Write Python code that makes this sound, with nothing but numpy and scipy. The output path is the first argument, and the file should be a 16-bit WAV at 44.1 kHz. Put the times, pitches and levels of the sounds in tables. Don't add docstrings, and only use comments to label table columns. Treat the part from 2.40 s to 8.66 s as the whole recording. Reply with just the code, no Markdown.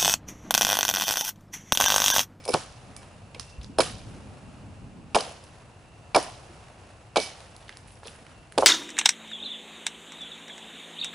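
import sys
import numpy as np
from scipy import signal
from scipy.fft import rfft, irfft
from scipy.io import wavfile

SR = 44100
rng = np.random.default_rng(int(sys.argv[2]) if len(sys.argv) > 2 else 0)


def amp(db):
    return 10 ** (np.asarray(db, float) / 20)


def unload_audio(sound):
    columns = np.transpose(np.atleast_2d(sound))
    steps = np.round(np.clip(columns, -1, 1) * 32767)
    wavfile.write(sys.argv[1], SR, steps.astype(np.int16))


N = 276066

# start_s, knock_db, return_db, pitch (share of usual), travel (share of usual time)
KNOCKS = [(0.062, -28.5, -10, 0.84, 0.96), (0.0800, -22.5, 3, 0.85, 1.11), (0.0927, -30.5, 5.5, 0.63, 1.07),
          (0.1397, -13, 3.5, 1.2, 1.06), (.9560, -47, 1, 1.2, 1.01), (1.3880, -6, -2, 0.83, 1.03),
          (1.403, -25, -7, 2.3, 0.93), (1.4095, -23, -13, 2.4, 0.88), (2.7480, -15.5, 1.5, 0.98, 1.04),
          (2.7545, -16, -12, 1.4, 1.2), (2.7580, -13.5, 6, 1.07, 1.06), (3.7480, -8.5, -3.5, 1.19, 0.97),
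          (3.759, -5, -5, 0.9, 1.02), (3.7614, -6, -0.5, 1.12, 1.05), (4.76, -13, 4, 0.94, 0.99),
          (4.7752, -19.5, 3, 0.84, 0.92), (5.6330, -32.5, -20, 1.2, 1.01), (5.658, -42.5, 3.5, 1.07, 1.03),
          (6.1789, -6.5, -4.5, 0.91, 1.08), (6.2251, -6, -5, 1.03, 1.05)]
# pitch_hz, level_db
KNOCK_COLOUR = [(40, -70), (120, -17), (260, -11.5), (450, 5.5), (750, 7.5), (1100, 2.5), (1500, -9.5),
                (2200, -34), (5000, -44)]
# travel_ms (at 1 kHz), level_db
RETURNS = [
    (6.6, 3),
    (8.6, -10.5),
    (13.0, -10.5),
    (18.0, -11.5),
]
# pitch_hz, level_db, t60_s
TRUNK_MODES = [(440, -54, 0.028), (565, -51, 0.19), (653, -11.5, 0.025), (741, -26, 0.18),
               (843, -15.5, 0.03), (1130, -82, .1)]

# start_s, peak_db, centre_hz, decay_ms, peak_strength
CRACKS = [(0.0916, -17.5, 5370, 1.5, 3.7), (0.132, -22, 4900, 9, 0.57), (0.136, -21, 10000, 4.6, 1.5),
          (0.1393, -9.5, 4170, 2.8, 2.9), (1.381, -24, 2000, 40, 1.9), (1.3854, -10, 3180, 1.4, 1.2),
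          (1.4033, -7, 4500, 5.6, 0.54), (1.41, -13, 4460, 1.1, 0.7), (2.7467, -11.5, 2800, 2.7, 2.9),
          (2.75, -10.5, 3040, 7.3, 0.32), (2.7573, -12.5, 3600, 2.9, 2), (2.757, -12, 4900, 2.2, 2.1),
          (3.746, -12.5, 2660, 4.8, 6.1), (3.748, -13.5, 4900, 6.1, 3.2), (3.7577, -26, 9700, 2.3, 4.2),
          (3.761, -8.5, 4770, 2.8, 0.87), (4.7585, -11.5, 2620, 5.2, 4.9), (4.7694, -10.5, 4000, 2.5, 5.8),
          (4.7741, -8.5, 5100, 0.84, 3.9), (6.1782, -9, 3650, 2.6, 2.06), (6.1828, -11.5, 3600, 1.4, 2.8)]
# start_s, peak_db, centre_hz, decay_ms, peak_strength
SPLINTERS = [(0.038, -37, 5300, 11, 3.4), (0.052, -20.5, 9550, 3.8, 0.74), (0.078, -21, 9500, 2.7, 0.76),
             (0.1072, -22, 10200, 2.5, 4.3), (0.087, -24, 10000, 7, 3), (0.118, -26, 10500, 11, 0.48),
             (0.145, -29, 2900, 18, 3.8), (1.4196, -12.5, 4700, 0.5, 1.3), (1.432, -26, 2730, 6.5, 1.3),
             (2.775, -24, 6000, 3.5, 2), (2.7854, -24, 3610, 5, 2.8), (2.806, -15, 4830, 3.2, 1.5),
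             (2.83, -33, 3000, 40, 2.3), (2.910, -37, 4000, 7.4, 0.45), (3.0382, -37, 10000, 2.5, 2),
             (3.79, -24.5, 4990, 3.5, 3), (3.827, -23, 9870, 2.4, 2.4), (3.834, -31, 10000, 2.6, 3),
             (3.896, -43, 10000, 3, 3.2), (4.8005, -17, 4300, 2.5, 2.4), (4.781, -30.5, 9500, 62, 2.6),
             (4.81, -26, 5100, 30, 4), (5.004, -34, 4660, 1.4, 0.37), (6.2045, -24, 4500, 10, 1.1),
             (6.2087, -24, 7500, 4, 1), (6.1825, -11.5, 8400, 1.4, 1.9), (6.23, -36, 9000, 30, 1.8),
             (1.388, -18, 10000, 3.2, 2.4), (1.391, -21, 9500, 3.6, 4), (1.4055, -22, 10000, 4.6, 2.6),
             (3.798, -28, 5000, 7.5, 4), (1.445, -32.5, 2980, 21, 5), (5.555, -45, 4500, 0.92, 2),
             (5.589, -46, 10200, 1, 4)]
# start_s, peak_db, centre_hz, decay_ms
SNAPS = [(0.5653, -28, 5900, 0.71), (0.564, -27.5, 9600, 1), (0.9458, -31.5, 2640, 4.3),
         (0.949, -38, 2300, 2.5), (0.996, -24, 5700, 2.7), (0.997, -32, 8400, 3), (1.0068, -35, 6470, 4.7),
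         (1.013, -45, 5000, 1.9), (1.091, -45.5, 5960, 19), (1.2128, -36, 3450, 5.8),
         (1.229, -38.5, 5850, 13), (1.2446, -32, 4770, 1.6), (4.1066, -51, 2530, 2.8),
         (5.164, -31.5, 10000, 1.1), (5.227, -46, 3010, 3.6), (5.281, -37, 3080, 1.8),
         (5.2926, -25.5, 1830, 2.5), (5.325, -38.5, 2900, 3.1), (5.371, -27, 6200, 0.4),
         (5.471, -46.5, 9400, 28), (5.482, -42, 2500, 2), (5.505, -40.5, 3000, 2.8),
         (5.511, -46, 10000, 28), (5.632, -39, 1650, 3.1), (5.644, -41.5, 4000, 37),
         (5.655, -41, 2820, 2.5), (5.671, -27.5, 7150, 2.8), (5.68, -32, 2500, 2.4),
         (5.759, -45, 8400, 5.4), (5.866, -34, 2000, 1.6), (5.9457, -55, 2700, 2), (5.968, -58, 2500, 2.7),
         (6.1227, -32, 2100, 1.3), (6.122, -35.5, 9200, 1.6), (5.302, -44, 3000, 3.7),
         (5.438, -46, 5000, 2), (5.6, -49, 10200, 2), (5.64, -45, 9500, 2), (5.66, -40, 10000, 35)]
# pitch_hz, level_db
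CRACK_COLOUR = [(700, 4), (1500, 7.5), (1850, -6.5), (2150, -24), (2300, 0), (3800, -3), (5200, 0),
                (5800, -10), (7000, -9.5), (10000, -3), (11200, -4), (12500, -36)]
SPLINTER_COLOUR = [(500, -11), (1500, -4), (2100, -16), (2300, -1.5), (5200, 0), (5800, -0.5), (7000, -10),
                   (10000, -2), (11200, -4.5), (12500, -7)]
SNAP_COLOUR = [(500, 5.5), (1200, 2.5), (2300, 0.5), (5200, -1), (7000, -11.5), (10000, -3.5), (11200, -5),
               (12500, -34)]
# lean_db, spread_db
CRACK_LEANS = [
    (-3.5, 2.5),
    (0, 5.5),
    (-2.5, 3.5),
]
SNAP_PEAK = 4.6

# start_s, low_db, middle_db, high_db (mode families), t60_s
RINGS = [(0.001, -52, -77, -46, 0.38), (0.051, -47, -64, -55, 0.41), (0.0804, -51, -55, -17, 0.1),
         (0.092, -14, -48, -10, 0.023), (0.095, -39, -60, -60, 0.42), (1.44, -50, -33, -55, 0.17),
         (0.1402, -0.5, -16, -45, 0.009), (0.144, -60, -34, -60, .12), (.9560, -33, -56, -65, 0.032),
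         (1.387, -38, -40, -5.5, 0.037), (1.4037, -27, -36, -40, 0.057), (1.4057, -15.5, -29, -44, 0.04),
         (2.746, -14.5, -20, -27, 0.061), (2.7580, -62, -48, -36, 0.039), (2.797, -58, -25, -55, 0.063),
         (3.7465, -7.5, -20, -15, 0.053), (3.7617, -38, -45, -38, 0.04), (4.7590, -3, -19, -21, 0.034),
         (4.77, -24, -31, -44, 0.37), (0.566, -47, -60, -44, 0.3), (6.178, -54, -48, -42, 0.041),
         (6.228, -59, -33, -36, 0.23)]
# pitch_hz, level_db, family (0 low, 1 middle, 2 high), sharp_share (starts this much sharp)
STEEL_MODES = [(2279, -7.5, 0, 0.43), (2330, -19, 0, 0.34), (3020, -7.5, 1, 0.0092), (5230, -14, 2, 0.008),
               (5400, -33, 2, .01), (6000, -13.5, 1, .005), (9900, -26, 2, .005)]
GRIPS = [0.19, 4.902]
SETTLE_S = 0.0013

# start_s, level_db, pitch_hz, length_cycles
THUDS = [(.088, -20.5, 490, 9.7), (.142, -15, 376, 5.3), (0.144, -14.5, 156, 2.24), (.962, -42, 488, 17),
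         (1.130, -41, 55, 1.8), (1.183, -23.5, 64.3, 3.3), (1.296, -30, 252, 4.6), (1.391, -21, 370, 3.8),
         (2.753, -32.5, 190, 9), (3.764, -28, 328, 20), (4.095, -48.5, 337, 29), (4.769, -24.5, 335, 14.4),
         (5.655, -37.5, 430, 9.5), (6.183, -12, 327, 3.3), (1.423, -39, 450, 3.6), (2.801, -23, 510, 4.4),
         (2.811, -21, 596, 4.1), (2.864, -29.5, 730, 8.5), (2.877, -31, 580, 5.7), (3.803, -34, 700, 4),
         (3.814, -29, 804, 5), (3.829, -30, 650, 4.9), (3.864, -27, 750, 4.6), (3.873, -29, 700, 3),
         (4.874, -34.5, 776, 8.1), (6.199, -28, 520, 4), (6.1885, -12, 526, 3.2), (6.2355, -17, 560, 3),
         (2.753, -15, 900, 6), (.094, -22, 600, 6), (2.823, -28, 750, 6.1), (2.842, -29, 617, 3.3),
         (2.852, -31, 700, 4.5), (2.893, -33, 800, 6), (2.912, -36, 603, 5), (3.79, -27, 480, 5),
         (3.846, -35, 700, 5), (3.884, -33.5, 700, 8), (2.771, -20, 600, 5), (0.155, -24, 600, 6.4),
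         (2.785, -26, 1000, 8), (2.804, -23, 1200, 7.3), (1.468, -35, 1200, 10), (1.886, -46, 230, 1.4),
         (1.97, -38, 150, 2.2), (2.42, -34, 200, 2.3), (2.475, -36, 130, 2)]

# pitch_hz, near_db, near_t60_s, far_db, far_t60_s
WOODS = [(200, -9, 0.23, -16.5, 0.8), (404, -6, 0.082, -22, 0.65), (736, -9, 0.072, -20, 0.91),
         (1120, -18, 0.3, -18, 0.58), (2000, -13, 0.71, -6.5, 0.42), (4000, -13.5, 0.39, -15, 0.79),
         (10000, -6, 0.38, -17.5, 1)]
# pitch_hz, width_hz, added_share
WOODS_PEAKS = [(2040, 140, -0.4), (700, 330, 0.049), (3050, 120, 0.34), (5100, 500, 0.4),
               (1550, 310, -0.15)]
# pitch_hz, share
GRIT_SHARE = [(800, .1), (2500, .35), (9000, .45)]
GRIT_PER_S, GRIT_S = 700, 0.001
WOODS_LIKENESS, STEEL_SCATTER_DB = 0.65, -5

# peak_s, level_db
RUSTLE = [(0.01, -48), (0.47, -49), (1.7, -48.5), (2.91, -47.5), (4.08, -47.5), (4.929, -47), (5.7, -46.5)]
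# pitch_hz, level_db (per Hz)
RUSTLE_COLOUR = [(240, -15), (400, -2.5), (454, 1), (618, 2), (763, -1), (1520, -4), (8680, -18),
                 (10100, -14), (11500, -20), (15000, -60), (22000, -120)]
RUSTLE_RISE_DB_PER_S, RUSTLE_FALL_DB_PER_S, RUSTLE_REST_DB = 57, 17.5, -67

# start_s, end_s, level_db, first_hz, last_hz
TRILLS = [(0.79, 0.936, -68, 2700, 2760), (0.996, 1.207, -63, 2720, 2720), (1.302, 1.385, -67, 2740, 2720),
          (2.303, 2.70, -84, 2700, 2700), (3.201, 3.437, -75, 2800, 2740), (3.45, 3.698, -67, 2740, 2660),
          (4.348, 4.697, -86, 2720, 2730), (5.721, 5.854, -67, 2740, 2720), (5.94, 6.075, -63, 2740, 2720),
          (6.127, 6.17, -66, 2750, 2700)]
TRILL_WIDTH_HZ, TRILL_WANDER_HZ, TRILL_EDGE_S = 45, 25, 0.03

# time_s, rumble_db
WIND = [(0.0, -57), (.12, -65), (.3, -57), (.5, -53.5), (.75, -58.5), (.92, -57.5), (1.15, -49.5),
        (1.3, -47.5), (1.75, -48), (2.0, -49.5), (2.17, -52), (2.38, -49.5), (2.85, -58.5), (3.2, -58),
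        (4.5, -62.5), (5.06, -61), (5.5, -59.5), (6.26, -58.5)]
FLUTTER_DB, FLUTTER_FOLLOWS, FLUTTER_LAG_S = -56, 1, 0.18
RUMBLE_LUMPS_DB, FLUTTER_LUMPS_DB = 2, 2

# time_s, firings_per_s, level_db
IDLE = [(0.0, 13.7, -57), (0.35, 12.1, -58.5), (2.42, 14.4, -54), (2.81, 11.6, -61.5), (6.26, 13.8, -64)]

# pitch_hz, level_db (per Hz)
AIR = [(15, -34), (25, -7.5), (102, 5.5), (190, -11), (233, -19), (293, -10.5), (431, -10), (739, -7),
       (840, -9.5), (1770, -19), (2120, -22), (2730, -16), (3190, -24.5), (10400, -32), (11500, -30),
       (15000, -73), (22000, -120)]
# time_s, level_db
AIR_DB = [(0, -54.5), (.7, -50), (1.4, -52), (2.2, -49), (2.7, -52.5), (3.4, -52), (4.3, -49.5),
          (4.7, -52.5), (5.4, -52), (5.9, -55), (6.26, -52.5)]
# pitch_hz, width_hz, level_db
INSECTS = [
    (2740, 260, -74.5),
    (7840, 77, -79.5),
]

# pitch_hz, likeness (0 to 1)
LIKENESS = [(60, 1), (170, 1), (490, 0.84), (1410, 0.54), (4030, 0.59), (11600, 0.75)]
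# pitch_hz, lean_db
LEAN = [(60, 2.5), (170, 2.5), (490, -1.0), (1410, -1.5), (4030, -0.5), (11600, -0.5)]
CUTOFF_HZ = 10910


def rms_one(x):
    return x / np.sqrt(np.mean(x ** 2) + 1e-20)


def in_time(rows):
    s, *columns = np.transpose(rows)
    return [np.interp(np.arange(N) / SR, s, c) for c in columns]


def at_hz(points, hz, axis=1):
    table = np.array(points, float)
    return np.interp(np.log(np.maximum(hz, 1)), np.log(table[:, 0]), table[:, axis])


def bins(size):
    return np.arange(size // 2 + 1) * SR / size


def drift(rate):
    r = np.exp(-80 * np.pi * rate / SR)
    slow = signal.lfilter([1], [1, -2 * r, r * r], rng.standard_normal(N // 40 + 2002))[2000:]
    return np.interp(np.arange(N) / 40, np.arange(len(slow)), rms_one(slow))


def ring(clicks, hz, t60):
    r, w = amp(-60 / (t60 * SR)), 2 * np.pi * hz / SR
    return signal.lfilter([0, np.sin(w)], [1, -2 * r * np.cos(w), r * r], clicks + 1e-18)


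def resonance(x, hz, width_hz):
    r = np.exp(-np.pi * width_hz / SR)
    top = np.array([1, 0, -1]) * (1 - r * r) / 2
    return signal.lfilter(top, [1, -2 * r * np.cos(2 * np.pi * hz / SR), r * r], x)


def band_pass(x, edges_hz):
    return signal.sosfilt(signal.butter(2, edges_hz, "band", fs=SR, output="sos"), x)


def pair(mid, side, alike):
    alike = np.clip(alike, 0, 1)
    shared, apart = np.sqrt(1 + alike) * mid, np.sqrt(1 - alike) * side
    return np.array([shared + apart, shared - apart]) / np.sqrt(2)


def coloured(mid, side, colour):
    hz = bins(N)
    lean = amp(at_hz(LEAN, hz) / 2 * [[1], [-1]])
    both = pair(rfft(mid), rfft(side), at_hz(LIKENESS, hz))
    return rms_one(irfft(both * amp(at_hz(colour, hz)) * lean, N))


def strikes(db):
    clicks = np.zeros(N)
    clicks[[round(row[0] * SR) for row in KNOCKS]] = amp(db)
    return clicks


def trunk():
    size, lead = 4096, 128
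    hz, out = bins(size), np.zeros(N + size)
    for s, knock_db, return_db, pitch, travel in KNOCKS:
        phase = -2j * np.pi * hz * lead / SR + 1j * 1.63
        pulse = amp(at_hz(KNOCK_COLOUR, hz / pitch)) * np.exp(phase)
        pulse /= np.abs(irfft(pulse)).max()
        waves = 0
        for ms, db in RETURNS:
            waves = waves + amp(db) * np.exp(-4j * np.pi * travel * ms / 1000 * np.sqrt(hz * 1000))
        back = waves * amp(return_db - at_hz([(600, -3.0), (1500, 2.0)], hz))
        at = round(s * SR) - lead
        out[at:at + size] += amp(knock_db) * irfft(pulse * (1 + back))
    knock_db, return_db = np.transpose(KNOCKS)[1:3]
    late = np.roll(strikes(knock_db + return_db), round(0.009 * SR))
    modes = sum(ring(late * amp(db + 2 * rng.standard_normal(N)), hz, t60) for hz, db, t60 in TRUNK_MODES)
    modes = signal.sosfilt(signal.butter(2, 330, "high", fs=SR, output="sos"), modes)
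    return out[:N] + modes


def tear(hz, ms, peaked, colour):
    t = np.arange(4096) / SR
    mid, side, sizes = rng.standard_normal((3, len(t)))
    clicks = pair(mid, side, 0.95) * amp(3.5 * sizes)
    burst = rms_one(irfft(rfft(clicks) * amp(at_hz(colour, bins(len(t))))))
    peak = resonance(burst, min(hz, 11000), 0.37 * hz)
    burst = burst / (1 + max(peaked, 0)) ** 0.05 + peaked * peak
    decay_s = max(ms, 0.3) / 1000
    swell = 1 - np.exp(-t / (0.28 * decay_s))
    fall = np.exp(-t / decay_s) + 1.44 * np.exp(-t / (0.25 * decay_s))
    burst = burst * swell * fall
    return burst / np.abs(burst).max()


def cracks():
    out = np.zeros((2, N + 4096))
    snaps = [(*row, SNAP_PEAK) for row in SNAPS]
    colours = CRACK_COLOUR, SPLINTER_COLOUR, SNAP_COLOUR
    for rows, (lean_db, spread_db), colour in zip((CRACKS, SPLINTERS, snaps), CRACK_LEANS, colours):
        for s, db, hz, ms, peaked in rows:
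            pan_db = lean_db + spread_db * rng.standard_normal()
            at = round(s * SR)
            gains = amp(db + pan_db / 2 * np.array([[1], [-1]]))
            out[:, at:at + 4096] += gains * tear(hz, ms, peaked, colour)
    return out[:, :N]


def steel():
    out, t = np.zeros(N + SR // 2), np.arange(SR // 2) / SR
    sharp = SETTLE_S * (1 - np.exp(-t / SETTLE_S))
    for s, *family_db, t60 in RINGS:
        at = round(s * SR)
        next_grip = min(g for g in [*GRIPS, np.inf] if g > s)
        free = np.exp(-np.maximum(t + s - next_grip, 0) / 0.004)
        for (hz, db, family, share), chance in zip(STEEL_MODES, rng.standard_normal(len(STEEL_MODES))):
            fall = amp(family_db[round(family)] + db + chance - 60 * t / max(t60, 0.01))
            swell = fall * (1 - np.exp(-t / 0.0013))
            out[at:at + len(t)] += free * swell * np.sin(2 * np.pi * hz * (t + at / SR + share * sharp))
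    return out[:N] * amp(1.2 * drift(77))


def thuds():
    out, t = np.zeros(N + SR // 4), np.arange(SR // 4) / SR
    for s, db, hz, cycles in THUDS:
        turns, at = hz * t, round(s * SR)
        swell = amp(db + 5 - 30 * turns / cycles) * (1 - np.exp(-turns / 0.79))
        out[at:at + len(t)] += swell * np.sin(2 * np.pi * turns)
    return out[:N]


def woods(x):
    edges, echo = 100 * 2 ** np.arange(0, 7.1, 0.5), 0
    white = rng.standard_normal((2, 2, N))
    lumps_db = 0.72 * drift(49) + 0.74 * drift(300)
    late = np.roll(x, round(0.0016 * SR))
    born = (rng.random(N) < GRIT_PER_S / SR) * rng.exponential(1, N)
    grit = signal.lfilter([1], [1, -np.exp(-1 / (GRIT_S * SR))], born + 1e-12)
    for k, (low, high) in enumerate(zip(edges, edges[1:])):
        near_db, near_s, far_db, far_s = [at_hz(WOODS, np.sqrt(low * high), axis=a) for a in range(1, 5)]
        *band, source = band_pass(np.vstack([white[k % 2], late + 1e-9]), [low, high])
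        power = 0
        for db, t60 in ((near_db, near_s), (far_db, far_s)):
            r = amp(-120 / (t60 * SR))
            power = power + amp(2 * db) * signal.lfilter([1 - r], [1, -r], source ** 2)
        lumps = amp(np.roll(lumps_db, k // 2 * SR // 3))
        ticks = 1 + at_hz(GRIT_SHARE, low) * np.roll(grit, k // 4 * SR // 5)
        echo = echo + rms_one(np.array(band)) * np.sqrt(power) * lumps * ticks
    for hz, width_hz, share in WOODS_PEAKS:
        echo = echo + share * resonance(echo, hz, width_hz)
    return pair(*echo, WOODS_LIKENESS) * amp([[-0.6], [0.6]])


def rustle():
    peak_s, peak_db = np.array(RUSTLE)[:, :1], np.array(RUSTLE)[:, 1:]
    since = np.arange(N) / SR - peak_s
    slopes_db = np.minimum(RUSTLE_RISE_DB_PER_S * since, -RUSTLE_FALL_DB_PER_S * since)
    level_db = np.maximum((peak_db + slopes_db).max(axis=0), RUSTLE_REST_DB)
    born = rng.random(N) < 1500 * amp(6.0 * drift(15)) / SR
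    sizes = amp(3.1 * np.minimum(rng.exponential(1, N), 5.5))
    grains = rms_one(born * sizes * rng.choice([-1, 1], N))
    mid, side = rng.standard_normal((2, N))
    return amp(level_db - 5.5 + 2.2 * drift(66)) * coloured(mid + 0.64 * grains, side, RUSTLE_COLOUR)


def trills():
    t = np.arange(N) / SR
    phrases, slide = 0, []
    for start, end, db, first_hz, last_hz in TRILLS:
        phrases = phrases + amp(db) * np.clip(np.minimum(t - start, end - t) / TRILL_EDGE_S, 0, 1)
        slide += [(start, first_hz), (end, last_hz)]
    hz, = in_time(slide)
    turns = 2 * np.pi * np.cumsum(hz + TRILL_WANDER_HZ * drift(6)) / SR
    a, b, c, d = [drift(TRILL_WIDTH_HZ) for _ in range(4)]
    mid = (a + 0.54) * np.cos(turns) + b * np.sin(turns)
    side = c * np.cos(turns) + d * np.sin(turns)
    return phrases * pair(*rms_one(np.array([mid, side])), 0.51)


def wind():
    rumble_db, = in_time(WIND)
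    t = np.arange(N) / SR
    swing_db = np.interp(t - FLUTTER_LAG_S, t, rumble_db) - rumble_db.mean()
    flutter_db = FLUTTER_DB + FLUTTER_FOLLOWS * swing_db
    levels_db = rumble_db + RUMBLE_LUMPS_DB * drift(7.5), flutter_db + FLUTTER_LUMPS_DB * drift(11.4)
    out = 0
    for level_db, edges_hz, alike in zip(levels_db, ([38, 136], [110, 262.0]), (0.88, 0.78)):
        band = band_pass(rng.standard_normal((2, N)), edges_hz)
        out = out + amp(level_db) * pair(*rms_one(band), alike)
    return out


def engine():
    per_s, level_db = in_time(IDLE)
    beats = np.diff(np.floor(np.cumsum(per_s) / SR + 0.48), prepend=0)
    firings = beats * amp(rng.normal(0, 2.2, N))
    pipe = resonance(resonance(firings + 1e-18, 101.0, 32), 113, 71.5)
    return amp(level_db) * rms_one(pipe)


def air():
    level_db = in_time(AIR_DB)[0] + 0.77 * drift(3)
    far = amp(level_db) * coloured(*rng.standard_normal((2, N)), AIR)
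    for hz, width_hz, db in INSECTS:
        song = resonance(resonance(rng.standard_normal((2, N)), hz, width_hz), hz, width_hz)
        far += amp(db + 1.0 * drift(0.49)) * pair(*rms_one(song), 0.16)
    return far


def scene():
    wood = trunk() + thuds()
    spread = 0.1 * np.roll(wood, round(0.00042 * SR))
    head = steel()
    chop = np.array([wood * amp(-1.5) + spread, wood * amp(-0.5) - spread]) + cracks()
    scatter = woods(chop.mean(axis=0) + amp(STEEL_SCATTER_DB) * head)
    near = chop + head * amp([[-1.9], [1.9]]) + scatter + rustle() + trills()
    return near + wind() + engine() + air()


def band_limit(x):
    return signal.sosfilt(signal.butter(12, 12150, fs=SR, output="sos"), x)


def record(dry):
    rounded = np.tanh(dry)
    cut = signal.sosfilt(signal.cheby1(14, 0.5, CUTOFF_HZ, fs=SR, output="sos"), rounded)
    return band_limit(cut)


dry = scene()
out = record(dry)
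unload_audio(out)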